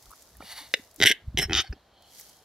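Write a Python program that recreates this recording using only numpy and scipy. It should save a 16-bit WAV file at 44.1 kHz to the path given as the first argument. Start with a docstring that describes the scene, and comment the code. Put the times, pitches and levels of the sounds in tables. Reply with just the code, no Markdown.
"""A large grouse displays a step from a microphone on the forest floor, under a faint bed of air.
Low rumble and deep thumps are there from the start; heather rustles and ticks under its feet (shaped noise).
Small pops (short rings) lead to an open-beak hiss (gritty noise through resonances), then a double click.
Three rasping notes follow: throat pulses ring throat, chest and beak and crowd into a hiss; a breath comes after.
The ground adds one faint echo of the bird, and the trees return a faint tail of dying noise."""
import sys
import numpy as np
from scipy import signal
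from scipy.fft import rfft, irfft
from scipy.io import wavfile

SR = 44100
rng = np.random.default_rng(int(sys.argv[2]) if len(sys.argv) > 2 else 0)


def persist_wave(psi):
    """Save psi, clipped to +-1, as 16-bit WAV."""
    counts = np.round(np.clip(psi, -1, 1) * 32767).astype(np.int16)
    wavfile.write(sys.argv[1], SR, np.atleast_2d(counts).T)


N = 107692
T = np.arange(N) / SR

# how far the sound spreads to the sides: (frequency [Hz], gain of the side signal [dB])
SIDE_SPREAD = [(60, -26), (110, -44.5), (200, -41.5), (380, -44), (700, -6.5), (1290, -16), (2380, -11.5),
               (4400, -9.5), (8120, 3), (15000, -3.5)]


def amp(db):
    """Turns decibels into a pressure factor."""
    return 10 ** (np.asarray(db) / 20)


def evened(x):
    """Brings a signal to an RMS of one."""
    return x / np.sqrt(np.mean(x ** 2) + 1e-20)


def level(curve, col=1):
    """Gain along a curve of dB over time, silent outside it."""
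    columns = np.transpose(curve)
    return amp(np.interp(T, columns[0], columns[col], -200, -200))


def colour(x, points):
    """Filters by a spectrum of (Hz, dB) points joined on a log-frequency axis."""
    f, db = np.transpose(points)
    hz = np.fft.rfftfreq(x.shape[-1], 1 / SR)
    gain = amp(np.interp(np.log(hz + 1), np.log(f + 1), db))
    return irfft(rfft(x) * gain, x.shape[-1])


def ring(peaks, swell=2.5):
    """Soft-starting resonances of alternating sign, in order of pitch; swell sets how fast each one builds up."""
    t = np.arange(2048) / SR
    out = np.zeros(2048)
    for k, (hz, width, db) in enumerate(sorted(peaks)):
        decay = np.exp(-np.pi * width * t)
        onset = 1 - np.exp(-swell * np.pi * width * t)
        out += (-1) ** k * amp(db) * width * decay * onset * np.sin(2 * np.pi * hz * t)
    return out


def through(x, taps):
    """Sends a signal through an impulse response."""
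    return signal.oaconvolve(x, taps)[:N]


def clicks(per_s, spread_db):
    """Irregular clicks of random sign, a few of them large."""
    chance, size, sign = rng.random(N), rng.exponential(1, N), rng.standard_normal(N)
    return evened((chance < per_s / SR) * np.sign(sign) * amp(spread_db * np.minimum(size, 4)))


def rumble():
    """Lumpy low rumble: noise centred on 51 Hz, rising and sinking."""
    # (time [s], level before the trim [dB])
    rumble_level = [(0.0, -65), (0.1, -60), (0.14, -76), (0.39, -53.5), (0.47, -63.5), (0.95, -67.5),
                    (1.02, -37), (1.06, -62), (1.1, -63.5), (1.2, -71), (1.28, -36), (1.31, -42.5),
                    (1.59, -33.5), (1.66, -73), (1.71, -30), (1.77, -66.5), (2.41, -69.5), (2.44, -73.5)]
    trim_db = -3
    low = colour(rng.standard_normal(N), [(15, -30), (51, 0), (110, -6), (250, -24), (500, -60)])
    return evened(low) * level(rumble_level) * amp(trim_db)


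def heather():
    """Crackling rustle spread over left and right, with single ticks of twigs as short bursts of banded noise."""
    # (time [s], level before the trim [dB])
    rustle_level = [(0.0, -60.5), (0.18, -58.5), (0.41, -65.5), (0.62, -65), (0.78, -57), (0.96, -68.5),
                    (1.0, -50.5), (1.12, -57), (1.19, -75), (1.41, -82.5), (1.54, -55), (1.7, -78),
                    (1.94, -83.5), (2.07, -65.5), (2.19, -50.5), (2.26, -55.5), (2.44, -67)]
    # spectrum of rubbing heather: (frequency [Hz], relative level per Hz [dB])
    rustle_tone = [(880, -30.5), (1500, -8), (2060, -5.5), (2610, -9.5), (4830, 1), (6180, 1.5), (8830, -5),
                   (11800, -1), (16000, -11)]
    # twig ticks: (time [s], peak before panning [dB], frequency [Hz], left over right [dB])
    ticks = [(0.0248, -41, 4530, -3), (0.057, -41, 4630, -1.0), (0.1078, -42.5, 10500, 16),
             (0.116, -43, 7430, -10), (0.157, -46, 7280, -1.0), (0.222, -43.5, 7340, -8),
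             (0.2276, -49, 7010, -8), (0.369, -40, 11600, -6), (0.385, -56, 5360, -0.5),
             (0.4228, -55, 4260, -1.5), (0.9123, -44, 5270, -5), (0.943, -48, 11150, 17.5),
             (0.9611, -31.5, 7300, 7), (2.0226, -47.5, 4420, -4), (2.1485, -40.5, 4400, -6.5),
             (2.1975, -30.5, 11800, -1.5), (2.2105, -33.5, 5700, -4), (2.295, -41, 5970, -2.5),
             (2.3683, -47.5, 6100, 3)]
    crackles_per_s, crackle_spread_db, crackle_share = 2000, 9, 0.41
    rustle_width, trim_db = 0.84, 1.5
    tick_decay_s, tick_width = 0.003, 0.41  # a smaller width ratio gives a wider band

    def grain():
        crackle = crackle_share * clicks(crackles_per_s, crackle_spread_db)
        return crackle + (1 - crackle_share) * rng.standard_normal(N)

    mid, side = grain(), rustle_width * grain()
    tone = colour(np.array([mid + side, mid - side]), [(300, -52.5)] + rustle_tone)
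    out = amp(trim_db) * evened(tone) * level(rustle_level)

    t = np.arange(400) / SR
    for s, db, hz, pan_db in ticks:
        burst = rng.standard_normal(400) * np.exp(-t / tick_decay_s)
        tick = colour(burst, [(hz * tick_width, -20), (hz, 0), (hz / tick_width, -8)])
        sides_db = db + np.array([[pan_db / 2], [-pan_db / 2]])
        start = round(s * SR)
        out[:, start:start + 400] += amp(sides_db) * tick / abs(tick).max()
    return out


def forest_air():
    """Steady shaped noise around the microphone, as mid and side before the side is spread."""
    # (frequency [Hz], relative level [dB])
    air_tone = [(59, -32.5), (100, -4.5), (398, -2.5), (648, 0), (2580, -15), (3940, -12), (4290, -13),
                (8830, -31), (14400, -30), (16000, -44)]
    air_db = -63.5
    return evened(colour(rng.standard_normal((2, N)), air_tone)) * amp(air_db)


def pops():
    """Small soft-edged mouth pops, each a short ring under a bell-shaped envelope."""
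    # (time [s], envelope peak [dB], frequency [Hz], time from peak to 1/e [s])
    pop_events = [(.067, -51.5, 1300, 0.0015), (0.107, -47, 1120, 0.0016), (0.116, -42, 1120, 0.0013),
                  (0.129, -44.5, 1275, 0.0023), (0.136, -39, 1230, 0.001), (0.282, -56, 1300, 0.0011),
                  (.355, -53.5, 1790, 0.0025), (.406, -39.5, 278, 0.0026), (.407, -39, 1270, 0.0016),
                  (.408, -39.5, 730, 0.0016), (0.426, -36, 710, 0.001), (0.417, -44, 1350, 0.0028),
                  (0.423, -49.5, 1850, 0.0026), (0.426, -42.5, 2310, 0.002), (0.435, -49, 500, 0.0026),
                  (0.442, -49, 201, 0.006), (0.618, -53.5, 290, 0.0097), (.777, -48, 424, .008),
                  (0.798, -43, 260, 0.0036), (0.99, -45, 301, 0.0059), (1.348, -31, 219, 0.0034),
                  (1.489, -38.5, 377, .005), (1.647, -43.5, 774, 0.0053), (1.733, -36, 341.7, 0.0052),
                  (1.766, -54.5, 250, 0.0054), (2.199, -46, 2060, 0.0012)]
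    out = np.zeros(N)
    for s, db, hz, length in pop_events:
        envelope = amp(db) * np.exp(-((T - s) / length) ** 2)
        out += envelope * np.sin(2 * np.pi * hz * (T - s))
    return out


def thumps():
    """Deep thumps, each a short low swell of one or a few cycles under a bell-shaped envelope."""
    # (centre [s], envelope peak [dB], frequency [Hz], time from peak to 1/e [s])
    thump_events = [(0.086, -49.5, 44.3, 0.018), (0.389, -51, 57, 0.021), (1.01, -38, 110, 0.01),
                    (1.044, -30.5, 109.2, 0.016), (1.285, -24, 71.3, 0.005), (1.353, -27.5, 75.3, 0.0071),
                    (1.396, -27, 144, 0.0098), (1.458, -26.5, 64.3, 0.0086), (1.506, -29, 93.3, 0.0084),
                    (1.603, -54, 74.5, 0.02), (1.7117, -25, 62.3, 0.012)]
    out = np.zeros(N)
    for s, db, hz, length in thump_events:
        envelope = amp(db) * np.exp(-((T - s) / length) ** 2)
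        out += envelope * np.sin(2 * np.pi * hz * (s - T) + 1.1)
    return out


def breathing():
    """Slightly gritty air through the resonances of the open beak: the hiss, and later the bird's breath."""
    # open-beak hiss: (time [s], level [dB])
    hiss = [(0.39, -80), (0.394, -78), (0.404, -58.5), (0.452, -50), (0.498, -46), (0.526, -39.5),
            (0.546, -51), (0.578, -40.5), (0.678, -56), (0.698, -64), (0.72, -56.5)]
    # beak resonances in the hiss: (frequency [Hz], width [Hz], relative level [dB])
    hiss_beak = [(830, 250, 0), (2040, 440, 0.5), (2877, 120, -0.5), (3670, 530, -0.5), (4490, 310, 2),
                 (5600, 1300, -9), (8400, 500, -13.5), (10000, 540, -6.5), (12720, 2600, -14.5)]
    # the bird's breath: (time [s], level [dB])
    breath = [(1.75, -67), (1.77, -69), (1.88, -79.5), (1.95, -64.5), (2.05, -60.5), (2.2, -66),
              (2.35, -67), (2.44, -74)]
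    # beak resonances in the breath: (frequency [Hz], width [Hz], relative level [dB])
    breath_beak = [(3164, 193, 2.5), (4244, 305, -2), (760, 200, 0.7)]
    air = evened(rng.standard_normal(N) + 0.37 * clicks(650, 1.2))
    out = np.zeros(N)
    for curve, peaks in [(hiss, hiss_beak), (breath, breath_beak)]:
        out += level(curve) * evened(through(air, ring(peaks)))
    return out


def throat_pulses():
    """Strong separate pulses that drive throat, chest and beak; in throat and beak each trails a dying flutter."""
    # (time [s], level [dB], chest relative to that [dB], treble relative to that [dB])
    pulses = [(0.7392, -3, -41, -23), (0.7427, -10.5, -35.5, -37), (1.0021, -16, -3.5, -22),
              (1.0144, -8.5, -11, -28.5), (1.0241, 0, -41, -25), (1.032, -3, -42.5, -31),
              (1.0345, -6.5, -28, -12.5), (1.0384, 0, -38.5, -20), (1.0514, -8.5, -11.5, -21),
              (1.0584, -2, -38, -20.5), (1.0702, -4, -42.5, -23), (1.0728, -2, -38.5, -26.5),
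              (1.077, -5.5, -42.5, -24.5), (1.0993, -9, -21.5, -16), (1.104, -10.5, -14, -29.5),
              (1.1095, -17, -25, -26.5), (1.113, -9.5, -28.5, -25), (1.1139, -8, -40.5, -23),
              (1.1216, -11, -39.5, -20.5), (1.374, -9.5, -17, -27), (1.381, -21, -38, -10),
              (1.388, -12, -11.5, -10), (1.3961, -10.5, -14.5, -16), (1.4193, -26.5, -30.5, -18),
              (1.4962, -23, -3.5, -40), (1.5081, -22, -2, -39), (1.521, -17, -7.5, -34),
              (1.5319, -7.5, -24, -48), (1.5418, -12.5, -15.5, -51), (1.5507, -9, -33, -29),
              (1.559, -14, -18, -32), (1.726, -32.5, -2, -37.5), (1.73, -35.5, -12, -40)]
    flutter_s, flutter_share, flutter_per_s = 0.0035, 0.5, 4000
    drive = np.zeros((3, N))
    t = np.arange(800) / SR
    for s, db, chest_db, treble_db in pulses:
        kept = rng.random(800) < flutter_per_s / SR
        trail = kept * np.sign(rng.standard_normal(800)) * np.exp(-t / flutter_s) * (t > 0)
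        click = 1.0 * (t == 0)
        burst = click + flutter_share * trail / np.linalg.norm(trail)
        gains = amp(db + np.array([[0], [chest_db], [treble_db]]))
        start = round(s * SR)
        drive[:, start:start + 800] += gains * np.array([burst, -click, burst])
    return drive


def flaps(per_s, spread_db):
    """Unevenly spaced pulses of one sign and uneven size."""
    jitter = 0.5
    gaps, size = rng.standard_normal(N // 20), rng.exponential(1, N // 20)
    steps = np.exp(jitter * gaps - jitter ** 2 / 2)  # averages one
    at = (np.cumsum(steps) * SR / per_s).astype(int)
    out = np.zeros(N)
    out[at[at < N]] = amp(spread_db * np.minimum(size, 3))[at < N]
    return evened(out)


def rasp():
    """Dense pulses run together with plain air, driving throat, chest and beak through each note."""
    # one table a note: (time [s], level before the trim [dB], chest relative [dB], treble relative [dB])
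    notes = [
        [(1.06, -16.5, -7.5, -9), (1.074, -13.5, -34, -14.5), (1.086, -20.5, -32, -12),
         (1.096, -18, -21.5, -14), (1.1, -25, -14.5, -15), (1.111, -24.5, -5, -28), (1.117, -18, -19, -11.5),
         (1.127, -29.5, -27, -25), (1.133, -69, -12, -13)],
        [(1.376, -34, -3, -27), (1.382, -28, -4, -9), (1.389, -16.5, -26.5, -15.5), (1.395, -33, 1, -22),
         (1.401, -24.5, -26, -27), (1.41, -31, -1, -10.5), (1.426, -22, -12, -11.5), (1.458, -37.5, -21, -23),
         (1.475, -97, 12, -15.5)],
        [(1.561, -22.5, -25, -28), (1.575, -19.5, -39, -23.5), (1.589, -18.5, -14.5, -38),
         (1.603, -19.5, -23, -28), (1.619, -33.5, -33, -16), (1.633, -53, -11.5, -19.5),
         (1.649, -42.5, -32, -22), (1.659, -52, -31.5, -25), (1.673, -43.5, -40, -29), (1.7, -70, 7, -23)],
    ]
    # one row a note: (pulses a second [1/s], share of plain air [0-1])
    grain = [(520, .3), (750, .35), (600, .25)]
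    trim_db, spread_db = -3, 1.6
    drive = np.zeros((3, N))
    for (per_s, air), note in zip(grain, notes):
        grit = evened((1 - air) * flaps(per_s, spread_db) + air * rng.standard_normal(N))
        throat = amp(trim_db) * grit * level(note)
        drive += np.array([throat, throat * level(note, 2), throat * level(note, 3)])
    return drive


def dull(taps, hz):
    """Rolls off the treble of a resonance above a corner."""
    return signal.sosfilt(signal.butter(4, hz, fs=SR, output="sos"), taps)


def spans(rows):
    """Pairs each set of resonances with the stretch of time it holds for."""
    ends = [row[0] for row in rows[1:]] + [np.inf]
    return [(peaks, (T >= start) & (T < end)) for (start, peaks), end in zip(rows, ends)]


def voice():
    """Pulses and rasp ring the throat and chest, whose resonances change through the notes, and the beak."""
    # throat resonances: (from time [s], [(frequency [Hz], width [Hz], relative level [dB])])
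    throats = [ (0, [(2027, 330, 0.5), (2820, 240, -1), (3686, 280, 0), (5070, 250, -10), (6260, 190, -14),
               (1550, 276, -8), (494, 172, -7)]), (.9, [(1990, 236, 1), (3143, 440, -5), (3830, 213, -0.5),
               (5600, 850, -13), (4630, 310, -11), (1492, 170, -8), (662, 190, -10.5)]),
               (1.055, [(2043, 287, 4.5), (2996, 323, 3.5), (3630, 450, -3), (5680, 420, -4),
               (4460, 390, -15.5), (1593, 141, -0.5), (724, 143, -18.5)]), (1.3, [(2040, 160, -1),
               (3100, 346, 1), (3950, 260, -10.5), (5280, 480, -10), (6170, 340, -11.5), (1640, 124, -14.5),
               (760, 177, -12.5)]), (1.41, [(1990, 380, -6.5), (3010, 410, -7.5), (4070, 150, -14),
               (5407, 87, 7), (6250, 250, -16.5), (1602, 340, -6), (760, 112, -8)]),
               (1.485, [(1920, 320, -2), (3130, 110, -2.5), (1438, 190, -7), (4000, 340, -19.5),
               (5050, 180, -18), (5700, 350, -23), (2576, 50, 3), (760, 85, 0)]), (1.528, [(1930, 230, -3),
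               (3086, 250, 4.5), (3665, 145, 6.5), (4610, 400, -4.5), (5550, 350, -3.5), (6350, 280, -6.5),
               (1335, 220, -5), (2470, 220, -4.5), (760, 99, -10)]), (1.628, [(1590, 190, 1.5),
               (2180, 200, -0.5), (3080, 120, 3.5), (4450, 180, 1), (5400, 450, -5.5)]),
               (1.71, [(1630, 205, 0), (2580, 230, -6), (4620, 46, 0.5), (5150, 75, -1), (760, 73, -6.5),
               (5920, 170, -16)])]
    # chest resonances: (from time [s], [(frequency [Hz], width [Hz], relative level [dB])])
    chests = [(0, [(397, 80, 7), (179, 140, 1)]), (1.47, [(347.4, 49, 5.5), (164, 63, -5.5)])]
    # treble resonances of the beak: (frequency [Hz], width [Hz], relative level [dB])
    beak = [(8100, 520, 0), (8800, 390, -2.5), (11600, 1400, 0.5)]
    throat_top_hz, beak_top_hz = 7800, 12600
    strong, dense = throat_pulses(), rasp()
    # (resonance, row of the drive, when it sounds)
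    parts = [(ring(peaks, 20), 1, now) for peaks, now in spans(chests)]
    parts += [(dull(ring(beak), beak_top_hz), 2, 1)]
    parts += [(dull(ring(peaks), throat_top_hz), 0, now) for peaks, now in spans(throats)]
    out = np.zeros(N)
    for taps, k, now in parts:
        out += through(strong[k] * now, taps / abs(taps).max())  # scaled by the peak of the ring
        out += through(dense[k] * now, taps / np.linalg.norm(taps))  # scaled by the energy of the ring
    return signal.sosfilt(signal.butter(3, 120, "high", fs=SR, output="sos"), out)


def with_ground(bird):
    """Adds one faint, late copy of the bird, returned by the ground."""
    delay_s, echo_db = 0.0099, -28
    return bird + amp(echo_db) * np.roll(bird, round(delay_s * SR))


def bird_side(bird):
    """Left-right difference of the bird: part scattered sound, part phase shift."""
    scatter_share = 0.49
    taps = rng.standard_normal(2000) * np.exp(-np.arange(2000) / 250)
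    scattered = through(bird, taps / np.linalg.norm(taps))
    return colour(scatter_share * scattered + signal.hilbert(bird).imag, SIDE_SPREAD)


def trees(bird):
    """Faint noise tails of the bird, left and right, each band dying at its own speed."""
    # (frequency [Hz], time to fall by 60 dB [s])
    decay = [(300, 0.3), (2000, 0.23), (4000, 0.21), (6000, 0.043), (10000, 0.1)]
    tail_db = -22
    hz, t, bands = signal.stft(rng.standard_normal((2, SR // 2)), SR, nperseg=256)
    f, t60 = np.transpose(decay)
    fall = amp(-60 * t / np.interp(hz, f, t60)[:, None])
    taps = signal.istft(bands * fall, SR, nperseg=256)[1]
    taps *= np.clip(np.arange(taps.shape[1]) / SR / 0.0033 - 0.5, 0, 1)  # silent at first, then fades in
    taps /= np.linalg.norm(taps[0])
    tail = signal.fftconvolve(bird[None], taps, axes=1)[:, :N] * amp(tail_db)
    side = colour(tail[0] - tail[1], SIDE_SPREAD)
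    return tail.mean(0) + np.array([[1], [-1]]) * side


def scene():
    """Sets the bird a step away among heather, air and trees, in left and right."""
    bird = with_ground(pops() + breathing() + voice())
    air_mid, air_side = forest_air()
    mid = bird + air_mid
    side = bird_side(bird) + colour(air_side, SIDE_SPREAD)
    return np.array([mid + side, mid - side]) + trees(bird) + rumble() + thumps() + heather()


def record(dry):
    """Band limit: a steep low-pass ends the treble near 15.8 kHz."""
    edge_hz = 15800
    taps = signal.firwin(511, edge_hz, window=("kaiser", 9), fs=SR)
    return signal.oaconvolve(dry, taps[None], "same")


dry = scene()
out = record(dry)
persist_wave(out)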